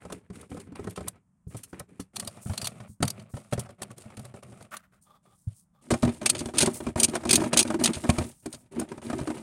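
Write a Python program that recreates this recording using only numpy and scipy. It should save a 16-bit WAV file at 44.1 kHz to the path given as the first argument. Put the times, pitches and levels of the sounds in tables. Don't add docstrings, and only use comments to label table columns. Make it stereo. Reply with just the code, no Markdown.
import sys
import numpy as np
from scipy import signal
from scipy.fft import rfft, irfft
from scipy.io import wavfile

SR = 44100
rng = np.random.default_rng(int(sys.argv[2]) if len(sys.argv) > 2 else 0)


def persist_wave(psi):
    counts = np.round(np.clip(psi, -1, 1) * 32767).astype(np.int16)
    wavfile.write(sys.argv[1], SR, np.atleast_2d(counts).T)


N = 415422
HIT_SIZE = 8192
AGE = np.arange(HIT_SIZE) / SR
RIGHT_FROM_S, STACK_FROM_S = 2.1, 5.8

# frequency in Hz, level in dB, t60 in seconds.
LEFT_MODES = [(80, -1, .11), (112, 0, .1), (150, -3, .08), (182, 2, .11), (228, 0, .08), (275, 0, .08),
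              (335, -1, .06), (405, 0, .07), (490, -4, .05), (590, 0, .03), (760, -2, .03), (1050, -3, .04),
              (1290, -3, .04), (1500, 0, .04), (1900, -1, .03), (2350, 0, .03)]
RIGHT_MODES = [(88, -4, .1), (104, 0, .11), (120, 0, .12), (156, -5, .11), (178, -1, .11), (210, 1, .12),
               (255, -5, .1), (350, -1, .07), (390, -1, .07), (480, -3, .06), (570, 3, .07), (690, -1, .06),
               (770, -5, .06), (1140, -3, .05), (1300, -3, .04), (1480, 0, .04), (1830, -1, .04),
               (2230, -1, .03)]
SIDE_MODES = [(80, -2, 0.1), (98, -2, 0.09), (126, -2, 0.1), (172, -6, 0.09), (218, -2, 0.11),
              (238, 2, 0.13), (275, -3, 0.08), (314, 0, 0.11), (347, -1, .11), (382, 0, 0.09),
              (490, -10, 0.04), (549.6, 1.5, .05), (611, 8.5, 0.07), (692.6, 3, .05), (793.5, -8.5, 0.13),
              (958, 5.5, 0.05), (1080, -4, 0.074), (1250, 3, 0.042), (1490, 1.5, 0.04), (1618, 3, 0.04),
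              (1820, -6, 0.062), (2125, 2.5, 0.026), (2379, 2.5, 0.049), (2530, -7, 0.019),
              (2980, -1.5, 0.022)]
SITES = [LEFT_MODES, RIGHT_MODES, SIDE_MODES]
# time in seconds, left over right in dB.
HAND_PAN = [(0, -2.5), (1.3, -2), (2.3, -1), (4.799, 1), (5.8, 2), (6.3, -3.5), (7.801, -4.5), (8.5, -1.5),
            (9.4, -2.6)]
# start and length in seconds, then pressure, depth, hollowness and slide in dB.
STROKES = [(0, 0.18, -44.5, -1.5, -2.0, -63), (0.2, 0.08, -58, 2.5, -8.5, -85),
           (0.32, 0.12, -44, -1.5, -3.5, -58), (0.49, 0.13, -42, -3.0, -4.5, -57),
           (0.655, 0.1, -47, -3.0, -8.0, -90), (0.749, 0.18, -43, -2.0, -2.5, -62),
           (0.963, 0.12, -43, -2.5, -3.0, -63), (1.123, 0.052, -49.5, 2.5, -3.5, -90),
           (1.497, 0.1, -47.5, 0.5, -7.5, -61), (1.63, 0.08, -58, 0.0, -8.5, -72),
           (1.73, 0.07, -43, -4.0, -2.5, -65), (1.876, 0.17, -53.5, -3.0, -5.0, -73.5),
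           (2.13, 0.03, -50, 0.0, -5.0, -59), (2.165, 0.11, -41, -3.0, -10.0, -52),
           (2.3, 0.12, -46, 0.0, -10.0, -59), (2.454, 0.24, -42, 0.0, -11.0, -52),
           (2.703, 0.16, -44, 3.0, -8.5, -63), (3.022, 0.083, -38, 0.0, -12.0, -50.5),
           (3.126, 0.1, -43, 5.0, -10.0, -61), (3.25, 0.05, -49, 5.0, -16.0, -85),
           (3.34, 0.07, -45, 0.5, -9.5, -53.5), (3.43, 0.07, -54, 0.0, -14.0, -65),
           (3.52, 0.13, -43.5, 5.0, -9.0, -62), (3.675, 0.052, -49, 3.0, -5.0, -69),
           (3.779, 0.15, -46.5, 0.5, -7.5, -67), (3.96, 0.06, -47, 1.5, -4.5, -55),
           (4.03, 0.11, -45, -2.5, -12.0, -61), (4.16, 0.14, -45, 5.0, -10.0, -62),
           (4.336, 0.048, -46, -1.5, -6.5, -62.5), (4.42, 0.23, -47, 0.0, -7.0, -63),
           (4.705, 0.05, -52, -8.0, -10.0, -54), (4.913, 0.05, -63, -6.0, -10.5, -73),
           (5.054, 0.1, -70, -7.5, -5.0, -77), (5.225, 0.11, -65, 4.0, -5.0, -69),
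           (5.47, 0.05, -63, 12.0, -11.5, -62), (5.812, 0.08, -54, -5.0, -1.5, -62),
           (5.93, 0.08, -44, -5.0, -3.0, -53), (6.025, 0.075, -30, -3.0, -4.0, -50),
           (6.11, 0.067, -42, 2.5, -2.0, -54.5), (6.2, 0.29, -36.5, -4.0, -1.5, -52),
           (6.539, 0.16, -29.5, -7.0, -1.0, -46), (6.702, 0.066, -38.5, -1.0, -2.5, -49.5),
           (6.811, 0.087, -39, -2.5, -1.0, -54), (6.962, 0.085, -29, -5.0, -1.5, -42),
           (7.073, 0.1, -30, -12.0, 0.0, -49), (7.19, 0.04, -42, -0.5, -3.5, -57),
           (7.275, 0.2, -28, -6.0, 0.0, -45), (7.5, 0.12, -31, -9.0, -0.5, -56),
           (7.639, 0.11, -33, -7.5, -1.5, -52), (7.792, 0.11, -26, -7.0, -2.0, -46),
           (7.937, 0.11, -39, -2.5, -4.0, -46), (8.06, 0.19, -33, -2.5, -3.5, -45),
           (8.24, 0.09, -50, -2.5, -4.5, -56), (8.42, 0.15, -52, 3.0, -3.5, -66),
           (8.6, 0.06, -58, -1.0, -7.0, -72), (8.71, 0.13, -38, -5.5, 0.5, -56),
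           (8.87, 0.11, -44, -5.0, 1.5, -60), (9.015, 0.22, -35, -4.0, 0.0, -52),
           (9.25, 0.17, -39, -7.5, -2.5, -54)]


def from_db(db):
    return 10 ** (np.asarray(db) / 20)


def rms_one(x):
    return x / np.sqrt(np.mean(x ** 2) + 1e-20)


def onset_one(x, span_s):
    return x / np.sqrt(np.mean(x[:, :int(span_s * SR)] ** 2) + 1e-20)


def panned(left_db):
    return rms_one(from_db([[left_db / 2], [-left_db / 2]]))


def add(track, s, sound):
    i = max(int(s * SR), 0)
    track[:, i:i + HIT_SIZE] += sound[:, :max(N - i, 0)]


def coloured(x, colour, tilt_db=0, patchy_db=0):
    hz = np.maximum(np.arange(HIT_SIZE // 2 + 1) * SR / HIT_SIZE, 10)
    colour_hz, colour_db = np.transpose(colour)
    db = np.interp(np.log(hz), np.log(colour_hz), colour_db)
    db += tilt_db * np.log2(np.clip(hz, 2000, 12000))
    humps_hz = np.arange(0, SR / 2, 230)
    db += patchy_db * np.interp(hz, humps_hz, np.tanh(rng.standard_normal(len(humps_hz))))
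    cepstrum = irfft(np.log(from_db(db)))
    cepstrum[1:HIT_SIZE // 2] *= 2
    cepstrum[HIT_SIZE // 2 + 1:] = 0
    response = np.exp(rfft(cepstrum))
    if x.shape[-1] == HIT_SIZE:
        return irfft(rfft(x) * response)
    return signal.oaconvolve(x, irfft(response)[None, :HIT_SIZE // 2], axes=-1)[:, :N]


def drift(hz):
    step = 40
    pole = np.exp(-2 * np.pi * hz * step / SR)
    noise = rng.standard_normal(N // step + 2002)
    slow = signal.lfilter([1], [1, -2 * pole, pole * pole], noise)[2000:]
    return np.interp(np.arange(N) / step, np.arange(len(slow)), rms_one(slow))


def dying(t60):
    return np.exp(-np.log(1000) * AGE / np.maximum(t60, 1e-3))


def scatter(t60, rise_s, tail_db, tail_t60, hold_s=0):
    burst = np.minimum(dying(t60) * from_db(60 * min(hold_s / max(t60, 1e-3), 1)), 1)
    tail = from_db(tail_db) * dying(tail_t60)
    attack = 1 - np.exp(-AGE / rise_s)
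    return rng.standard_normal((2, HIT_SIZE)) * attack * np.hypot(burst, tail)


def mode_bank(modes):
    hz, db, t60 = np.array(modes, float).T[:, :, None]
    return from_db(db) * dying(t60) * np.exp(2j * np.pi * hz * AGE)


def registers(modes):
    return np.digitize(np.array(modes)[:, 0], [165, 290, 500, 1400])


def site_at(s):
    return np.digitize(s, [RIGHT_FROM_S, STACK_FROM_S])


def gestures(rows, attack_s=.016, release_s=.022):
    power, age = np.zeros(N), np.arange(SR) / SR
    for s, length, db in rows:
        i = max(int(s * SR), 0)
        shape = np.minimum(age / attack_s, 1) * np.exp(-np.maximum(age - length, 0) / release_s)
        power[i:i + SR] += (from_db(db) * shape[:N - i]) ** 2
    return np.sqrt(power)


def small_contacts(strokes, level_db, count, spread_db=2.5):
    rows = []
    for s, length, pressure_db, *_ in strokes:
        starts = s + length * rng.random(count)
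        rows += zip(starts, pressure_db + level_db + spread_db * rng.standard_normal(count))
    return rows


def friction(colour, slips_per_s, slip_db, smooth_db, uneven_db, uneven_hz, alike):
    slips = (rng.random(N) < slips_per_s / SR) * from_db(slip_db * np.minimum(rng.exponential(1, N), 4))
    catches = signal.lfilter([1], [1, -np.exp(-1 / (0.0014 * SR))], slips ** 2 + 1e-18)
    grip = np.sqrt(catches / catches.mean() + from_db(smooth_db) ** 2)
    grip *= from_db(uneven_db * drift(uneven_hz))
    mid, side = rng.standard_normal((2, N))
    noise = np.sqrt(1 + alike) * mid + np.sqrt(1 - alike) * side * [[1], [-1]]
    return rms_one(coloured(grip * noise, colour))


def cabin_hush():
    # frequency in Hz, level in dB.
    colour = [(25, -14.5), (60, -5), (110, -7.5), (186, -1), (240, -12), (400, -33), (1000, -28),
              (4000, -54), (9000, -38.5), (11500, -52), (15000, -64)]
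    return from_db(-64.5) * rms_one(coloured(rng.standard_normal((2, N)), colour))


def sleeves():
    # start and length in seconds, level in dB.
    swishes = [(1.47, .06, -60), (1.67, .04, -62), (2.41, 0.1, -49), (2.87, 0.048, -57), (3.29, .06, -58),
               (5.01, 0.032, -60.5), (5.34, .12, -67), (5.54, 0.062, -57), (6.73, 0.04, -37.5),
               (8.23, .06, -50), (8.33, .1, -59), (8.49, .12, -60)]
    # frequency in Hz, level in dB.
    colour = [(2000, -32.5), (5000, -12), (7500, -4.5), (9000, 2), (11000, -8), (14000, -15), (15500, -13)]
    return gestures(swishes) * friction(colour, slips_per_s=600, slip_db=3, smooth_db=-2,
                                        uneven_db=1.3, uneven_hz=25, alike=.02)


def socket_bore():
    # start and length in seconds, level in dB.
    rubs = [(5.05, 0.11, -60.5), (5.245, 0.09, -64), (5.73, 0.08, -71)]
    # frequency in Hz, level in dB.
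    colour = [(400, -22), (600, -9), (700, -18), (807, -8), (950, -15), (1090, -11), (1190, 1), (1330, -16),
              (1600, -24), (2800, -32), (3200, -25), (3450, -17), (3750, -27), (6000, -34)]
    return gestures(rubs) * friction(colour, slips_per_s=200, slip_db=2.5, smooth_db=2,
                                     uneven_db=1.5, uneven_hz=20, alike=.3)


def socket_squeaks():
    # start and length in seconds, level in dB.
    squeaks = [(4.712, 0.035, -38.5), (4.825, 0.01, -57), (4.915, 0.05, -67)]
    # frequency in Hz, level in dB.
    colour = [(400, -30), (600, -3), (900, -12), (1200, 1), (1450, 0), (1650, -7), (1870, -6), (2400, -12),
              (5000, -24)]
    return gestures(squeaks) * friction(colour, slips_per_s=300, slip_db=2.5, smooth_db=0,
                                        uneven_db=1.2, uneven_hz=25, alike=.1)


def panel_rumble():
    # frequency in Hz, level in dB.
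    colour = [(25, -20), (55, -6), (85, -1), (120, 0), (240, 0), (400, -1), (700, -10), (1500, -45)]
    drive = friction(colour, slips_per_s=110, slip_db=4, smooth_db=0,
                     uneven_db=2.5, uneven_hz=14, alike=.15)
    s, length, pressure_db, depth_db, hollow_db, _ = np.transpose(STROKES)
    shares_db = np.array([depth_db, np.zeros(len(s)), hollow_db])
    shares_db -= 10 * np.log10(np.sum(from_db(shares_db) ** 2, axis=0))
    out = np.zeros((2, N))
    for site, modes in enumerate(SITES):
        rings = mode_bank(modes).imag * (-1) ** np.arange(len(modes))[:, None]
        for k, share_db in enumerate(shares_db):
            response = rings[registers(modes) == k].sum(axis=0)
            body = signal.oaconvolve(drive, response[None], axes=-1)[:, :N]
            strokes_here = np.transpose([s, length, pressure_db + share_db])[site_at(s) == site]
            out += gestures(strokes_here) * rms_one(body)
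    return out


def rubbing():
    # frequency in Hz, level in dB.
    scrape_colours = [
        [(250, -25), (470, 3), (620, -2), (1000, -5), (1300, -6), (1800, -8), (2400, -6.5), (3000, -15),
         (8000, -42)],
        [(300, -30), (500, -2), (590, 5), (720, 1), (960, -10), (1150, -3), (1350, -5), (1600, -14), (2300, -9),
         (3000, -16), (8000, -42)],
        [(250, -34.5), (480, 0), (614, 5), (770, -3.5), (940, 0.5), (1080, -10.5), (1250, -2), (1420, -11.5),
         (1700, -9.5), (2450, -10.5), (4000, -22.5), (8000, -46)],
    ]
    scrape_db = [-10, -7.5, -8]
    # frequency in Hz, level in dB.
    hiss_colour = [(1200, -20), (2800, -8), (4000, -8.5), (6000, -9), (7500, -4.5), (9000, 1.5),
                   (10200, -5), (11500, -14), (13500, -20), (15500, -27)]
    pressure = gestures([(s, length, db) for s, length, db, *_ in STROKES])
    slide = gestures([(s, length, db) for s, length, *_, db in STROKES])
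    site, scrape = site_at(np.arange(N) / SR), np.zeros((2, N))
    for k, (db, colour) in enumerate(zip(scrape_db, scrape_colours)):
        scrape += (site == k) * from_db(db) * friction(colour, slips_per_s=120, slip_db=3, smooth_db=-1,
                                                       uneven_db=2, uneven_hz=22, alike=.03)
    hiss = friction(hiss_colour, slips_per_s=300, slip_db=3.2, smooth_db=-1,
                    uneven_db=2, uneven_hz=20, alike=.02)
    return from_db(-1.5) * panel_rumble() + pressure ** .9 * slide ** .1 * scrape + slide * hiss


def panel_knocks():
    # start in seconds, then relative level, depth, hollowness and hardness in dB.
    knocks = [(0.05, -34, -6, -3.0, -9.5), (0.099, -40, -10, 0.5, -2), (0.121, -34.5, -10, 1.5, -4.5),
              (0.3, -31, -5, -6.5, -18.5), (0.515, -32, -5, -5.5, -15), (0.545, -34, -8, -1.0, -18),
              (0.568, -33, -8, -5.5, -12), (0.72, -36, -8, -11.5, -17), (0.792, -30, -4, -3.0, -14),
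              (0.845, -35, -3, -2.5, -14), (0.87, -30, -3, -1.0, -7.5), (0.973, -30, -7, -1.5, -5.5),
              (1.005, -33, -1, 3.5, -8), (1.072, -42, 4, -6.0, 2), (1.467, -40, 9, -8.5, -31),
              (1.545, -35, 4.5, -9.5, -8), (1.728, -33, -8.5, -1.5, -9.5), (1.799, -45, 7, -8.0, 5),
              (1.994, -30, -5, -3.0, -18.5), (2.224, -48, -6, -12.0, 5), (2.272, -49, 10, -5.5, 10),
              (2.37, -44, -3, -6.5, -6), (2.457, -25, -2, -15.0, -25), (2.495, -32, 10, -13.5, -6),
              (2.533, -43, -2, 0.0, 1), (2.625, -39.5, 7, -5.5, -2.5), (2.801, -49, 10, -3.5, 6),
              (2.893, -43, 7, -15.0, -30), (3.003, -26, -3, -11.0, -20), (3.025, -18, 2, -12.0, -6.5),
              (3.337, -34, 7.5, -10.5, -13), (3.366, -44, 7, -5.0, 4), (3.524, -24, 5.5, -10.0, -2),
              (3.576, -29, 6, 0.0, -8), (3.658, -50, -3, -9.0, 2), (3.689, -56.5, 10, -5.0, 10),
              (3.817, -38.5, -3, -6.0, 1.5), (3.903, -49, 1, -13.5, 3), (4.055, -41, 0, -16.0, -13),
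              (4.1, -46, -4, -5.5, -3), (4.172, -39, 4, -11.0, -9), (4.19, -38, 3, -15.5, -11),
              (4.246, -52, 9, -3.5, 3), (4.339, -39, -3, -5.5, -8), (4.425, -54, -4, -3.0, 7),
              (4.52, -44, -3, -7.0, -7), (4.606, -45, -2, -9.5, -1), (5.47, -53, 31, -11.5, -15),
              (5.904, -15, -14, -1.5, -4.5), (5.922, -19, 0, -6.0, -22), (5.936, -25, -6, -1.0, -1),
              (6.028, -12.5, -4, -9.0, -10), (6.05, -21, 2, 0.0, -12), (6.075, -21, -6, 2.5, -14),
              (6.213, -31, -12, -3.5, -6), (6.227, -33, -12, -4.0, -8), (6.348, -37.5, -8, 1.5, 2),
              (6.405, -24, -10, -4.0, -14), (6.455, -29, -2, -2.5, -10), (6.486, -36, -10, 0.5, -1),
              (6.536, -28, -14, 1.0, -10), (6.626, -17, -12, 2.0, -7), (6.671, -17, -14, 2.5, -9),
              (6.802, -27, -8, 4.0, -9), (6.865, -21, -9, -1.5, -12), (6.885, -31, 2, -6.0, -10),
              (6.957, -24, 0, -1.0, -6), (6.976, -27, -8, -2.0, -5), (7.08, -25, -14, -2.5, -18),
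              (7.133, -26, -15, 3.5, -7), (7.152, -21, -17, 3.5, -2.5), (7.233, -37, -5, 3.0, -1),
              (7.252, -22, -8, 2.5, -9), (7.331, -17.5, -14, 0.5, -13), (7.375, -22, -7, -0.5, -7),
              (7.397, -22, -12, 2.5, -12), (7.415, -19, -19, 1.5, -10.5), (7.437, -28, -6, -3.5, -1),
              (7.458, -20, -22, -8.0, -14), (7.529, -21, -25, -0.5, 0), (7.563, -26, -12, -2.5, 1),
              (7.649, -25, -10, -2.0, -10), (7.701, -25.5, -25, -1.5, -1), (7.74, -16.5, -29, 2.5, -14),
              (7.789, -25, -24, -2.5, -15), (7.81, -26, -15, -1.5, -7), (7.888, -18, -20, -6.5, -20),
              (7.965, -32, 1, -5.5, -7), (8.037, -25, -15, 0.0, -7), (8.049, -28, -22, 0.5, -8),
              (8.09, -13.5, 1, -9.0, -8), (8.181, -22, 2, 3.5, -5), (8.208, -27, -4, -7.0, -10),
              (8.457, -27, -10, 2.0, -11), (8.535, -42, -3, -6.5, -3), (8.759, -31, -12, 1.5, -16),
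              (8.793, -20, -15, 1.5, -16), (8.812, -29, -10, -6.5, -6), (8.916, -30, -20, 3.0, -8),
              (8.977, -42, 1, -6.0, -2), (9.098, -26, -20, -1.0, -5), (9.128, -23, -12, 0.5, -8),
              (9.187, -27, -10, 0.0, -9), (9.21, -23.5, -3, -3.0, -16), (9.272, -20.5, -20, 0.0, -9.5),
              (9.301, -25, -20, 1.5, -8)]
    # frequency in Hz, level in dB.
    clack_colour = [(200, -17), (600, 4.5), (1000, -5), (1400, -9), (2200, -26.5), (5000, -39),
                    (16000, -54.5)]
    snap_colour = [(700, -17.5), (1500, -0.5), (2500, -8), (4000, -11), (6500, -12.5), (9000, -8.5),
                   (12000, -25.5), (16000, -42.5)]
    taps = [(s, db, -10, 0, -6) for s, db in small_contacts(STROKES, level_db=-8, count=1)]
    reflections = dict(rise_s=.006, tail_db=-21.5, tail_t60=.13)
    spread_db, mic_lag_s = 3.5, .000827
    out, banks = np.zeros((2, N)), [mode_bank(modes) for modes in SITES]
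    for s, level_db, depth_db, hollow_db, hard_db in knocks + taps:
        site = site_at(s)
        bank, hz, register = banks[site], np.array(SITES[site])[:, 0], registers(SITES[site])
        clack = coloured(scatter(t60=.052, **reflections), clack_colour, patchy_db=4.2)
        snap = coloured(scatter(t60=.032, **reflections), snap_colour, patchy_db=4.2)
        blow = from_db(hard_db + 1.5) * onset_one(clack, .02)
        blow += from_db(hard_db - 4.5) * onset_one(snap, .02)
        contact_s = .0033 + .00008 * max(depth_db, 0)
        attack = 1 - np.exp(-np.minimum(AGE / contact_s, 10) ** 2)
        cycles = .11 * rng.standard_normal(len(hz)) + hz * mic_lag_s * rng.standard_normal((2, len(hz)))
        strength = from_db(spread_db * rng.standard_normal(len(hz))) * np.exp(2j * np.pi * cycles)
        low_db = -20 * np.log10(np.hypot(1, from_db(hollow_db)))
        for k, db in enumerate([depth_db, low_db, low_db + hollow_db, hard_db - .5, hard_db - 11]):
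            ring = (strength[:, register == k] @ bank[register == k]).imag
            blow += from_db(db) * onset_one(attack * ring, 1 / 35)
        add(out, s, from_db(level_db) * blow * panned(np.interp(s, *np.transpose(HAND_PAN))))
    return out


def clinks(rows, modes, colour, ring_db, left_db, hold_s, tail_db, tail_t60, tilt_share, shift_hz):
    rise_s, onset_s, spread_db, pan_spread_db = .0012, .006, 4, 1.5
    lead_in_s, lead_in_db = .003, -19
    out, bank = np.zeros((2, N)), mode_bank(modes)
    for (s, db, bright_db, t60), free_db in zip(rows, ring_db + np.zeros(len(rows))):
        crack = scatter(t60, rise_s, tail_db, tail_t60, hold_s)
        lead_in = scatter(t60 / 2, lead_in_s, tail_db, tail_t60)
        crack, lead_in = coloured(np.array([crack, lead_in]), colour,
                                  tilt_db=tilt_share * bright_db, patchy_db=4.2)
        strength = from_db(spread_db * rng.standard_normal(len(modes)))
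        phases = np.exp(2j * np.pi * rng.random((2, len(modes))))
        shift = np.exp(2j * np.pi * shift_hz * rng.standard_normal() * AGE)
        envelope = (1 - np.exp(-AGE / rise_s)) * dying(4 * t60)
        ring = onset_one(((strength * phases) @ bank * shift).real * envelope, onset_s)
        gain = from_db(db) * panned(left_db + pan_spread_db * rng.standard_normal())
        add(out, s - lead_in_s, gain * from_db(lead_in_db) * onset_one(lead_in, onset_s))
        add(out, s, gain * (onset_one(crack, onset_s) + from_db(free_db) * ring))
    return out


def nut_driver():
    # start in seconds, relative level and brightness in dB, crack's t60 in seconds.
    touches = [(0.1229, -36.5, -3.5, 0.039), (0.355, -48, -4, .04), (0.411, -45, 0, .035),
               (0.599, -45.5, -4, .035), (0.7553, -40.5, -12, 0.024), (0.841, -48, -7, .03),
               (0.8965, -45, 3, 0.03), (0.906, -44, 2, .03), (0.9593, -39.5, -7.5, 0.051),
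               (1.0811, -25, 7, 0.02), (1.5667, -40.5, 4, 0.12), (1.6335, -37.5, 4, 0.059),
               (1.7955, -34, 6, 0.02), (1.9983, -38.5, -1.5, 0.08), (2.1585, -34.5, 1, 0.055),
               (2.1655, -30, -2.5, 0.012), (2.1969, -27.5, -0.5, 0.035), (2.2479, -43, 9, 0.015),
               (2.2739, -29.5, 1, 0.026), (2.533, -42, -6, .03), (2.5767, -26.5, 0.5, 0.025),
               (2.6145, -31.5, -2, 0.059), (2.6435, -30, -1.5, .04), (2.653, -31, 0, .04),
               (2.6705, -24, -2, 0.02), (3.0263, -22, -3, 0.03), (3.051, -35, 0, .02),
               (3.0783, -25.5, 0.5, .018), (3.1023, -28.5, 4, 0.019), (3.1953, -48, -12, 0.044),
               (3.512, -50, -4, .05), (3.5319, -31, -3.5, 0.038), (3.5929, -31, 2.5, 0.059),
               (3.704, -53, -5, .03), (3.8193, -32, 0, .025), (3.83, -33, -2, .02), (3.912, -46, -3, .02),
               (3.9799, -43, 2, .02), (4.018, -50, -5, .025), (4.1691, -43, -4, 0.035),
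               (4.193, -45, 0, .025), (4.2509, -44, -2, 0.025), (4.431, -48, -4, .025),
               (4.624, -48, -2, .02), (4.7671, -35, 1, 0.022)]
    # frequency in Hz, level in dB, free t60 in seconds.
    modes = [(3350, -8, .04), (4030, -5, .04), (3700, -4, .05), (4230, 0, .07), (4450, 1, .075),
             (4680, 0.5, .08), (4930, -6, .05), (5900, -6, .05), (6500, -6.5, .04), (8600, -3, .04),
             (9150, 0, .04), (9500, -1, .04), (12000, -10, .04)]
    # frequency in Hz, level in dB.
    colour = [(400, -15), (1000, -3), (1600, -9), (2200, -7.5), (2700, -4), (3500, -4), (4350, -3.5),
              (5200, -6), (7700, -2), (9400, 5), (10500, -3), (12000, -8), (13700, -16.5), (15500, -24)]
    # time in seconds, ring over crack in dB.
    looseness = [(0, -16), (2.05, -32), (2.151, -4), (2.7, -3.5), (3.12, -2.5), (3.3, -17.5), (4.799, -18)]
    ring_db = np.interp(np.array(touches)[:, 0], *np.transpose(looseness))
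    return clinks(touches, modes, colour, ring_db, left_db=.5, hold_s=.003,
                  tail_db=-31, tail_t60=.12, tilt_share=.66, shift_hz=130)


def extension_stack():
    # start in seconds, relative level and brightness in dB, crack's t60 in seconds.
    clashes = [(5.9115, -26, 0, 0.071), (5.939, -33, -2, .025), (6.0231, -36, -2, 0.027),
               (6.049, -35, -5, .03), (6.214, -41, -6, .025), (6.229, -42, -3, .025),
               (6.2591, -12, -1.5, 0.044), (6.293, -23, 0, .03), (6.2977, -10.5, 4.5, 0.029),
               (6.3495, -29.5, -5, 0.043), (6.366, -37, -6, .025), (6.38, -36, -2, .025),
               (6.3899, -28, 1.5, 0.05), (6.404, -31, -1, .04), (6.4573, -33.5, 1.5, 0.02),
               (6.555, -38, -4, .05), (6.571, -31, -1, .05), (6.5821, -13, 1, .04), (6.587, -15, 1, .035),
               (6.6045, -15, -3, .06), (6.612, -17, -1, .05), (6.6201, -17, 3, .05), (6.628, -17, 3, .04),
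               (6.6589, -21.5, 0, 0.044), (6.9983, -14.5, 5, 0.052), (7.0313, -9, 7, .031),
               (7.0405, -12, 5, .03), (7.046, -14, 4, .025), (7.084, -35, -1, .025), (7.095, -35, 2, .02),
               (7.1523, -28, 6, 0.024), (7.162, -32, -3, .025), (7.252, -35, 0, .03), (7.27, -37, -2, .04),
               (7.2913, -19, -1, .063), (7.3079, -8.5, 3, .035), (7.3293, -8, 4, .036),
               (7.338, -17, 0, .05), (7.3555, -7.5, 4.5, 0.031), (7.404, -35, -6, .04),
               (7.44, -35, -6, .05), (7.5309, -20, -3, .035), (7.5385, -22, -3, .04),
               (7.5721, -8.5, 2, 0.03), (7.58, -16, 0, .03), (7.5903, -8, 4, 0.025), (7.596, -12, 3, .035),
               (7.604, -15, 1, 0.048), (7.6277, -21, 6.5, 0.0091), (7.6749, -34, -1.5, 0.05),
               (7.8379, -14, 2.5, 0.03), (7.844, -16, 2, .03), (7.8571, -11.5, -1.5, 0.035),
               (7.8747, -21.5, -6.5, 0.031), (7.9331, -29.5, -3, 0.05), (7.943, -33, -4, .04),
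               (7.952, -33, -3, .04), (8.0987, -19.5, -1.5, 0.02), (8.1837, -29.5, -1, 0.041),
               (8.239, -42, -4, .04), (8.4593, -34.5, 8, 0.025), (8.5265, -35, 4, .06),
               (8.545, -39, 1, .04), (8.7969, -28, 13.5, 0.028), (8.888, -47, -6, .02),
               (9.182, -42, -1, .025), (9.2, -41, -1, .025)]
    # frequency in Hz, level in dB, free t60 in seconds.
    modes = [(2385, -7.5, 0.088), (2480, 2, 0.059), (3110, -5, 0.06), (3350, -7, 0.06), (4330, 3, 0.05),
             (4500, -4, 0.05), (4960, 6, 0.036), (6370, 2, 0.07), (6520, 3, 0.07), (6800, 0, 0.06),
             (8333, 7, .06), (8490, 7, .05), (8792, 9, .06), (9300, 6, 0.036), (9858, 5, .07),
             (10012, 1.5, 0.054), (13400, -8, 0.028)]
    # frequency in Hz, level in dB.
    colour = [(400, -7.5), (1000, -8), (1800, -8), (2600, -1), (4300, 0.5), (5500, -3.5), (6550, 0),
              (7500, -3.5), (8700, 3.5), (10000, -4), (11000, -13.5), (12700, -21), (13300, -17),
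              (14100, -27), (15500, -37)]
    twirls = [row for row in STROKES if row[0] > STACK_FROM_S]
    rattles = [(s, db, -6, .06) for s, db in small_contacts(twirls, level_db=-11, count=2)]
    return clinks(clashes + rattles, modes, colour, ring_db=-5, left_db=-3.5, hold_s=.0018,
                  tail_db=-31.5, tail_t60=.098, tilt_share=1, shift_hz=45)


def scene():
    left_db = np.interp(np.arange(N) / SR, *np.transpose(HAND_PAN))
    pan = from_db(left_db / 2 * [[1], [-1]])
    hands = pan * (rubbing() + socket_squeaks() + socket_bore() + sleeves())
    return (cabin_hush() + hands + from_db(-5.5) * panel_knocks()
            + from_db(-.5) * nut_driver() + from_db(-2.4) * extension_stack())


def record(dry):
    low_cut = signal.butter(1, 55, "high", fs=SR, output="sos")
    high_cut = signal.ellip(10, .1, 70, 15900, fs=SR, output="sos")
    rounded = np.tanh(signal.sosfilt(low_cut, dry))
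    return signal.sosfilt(high_cut, rounded)


dry = scene()
out = record(dry)
persist_wave(out)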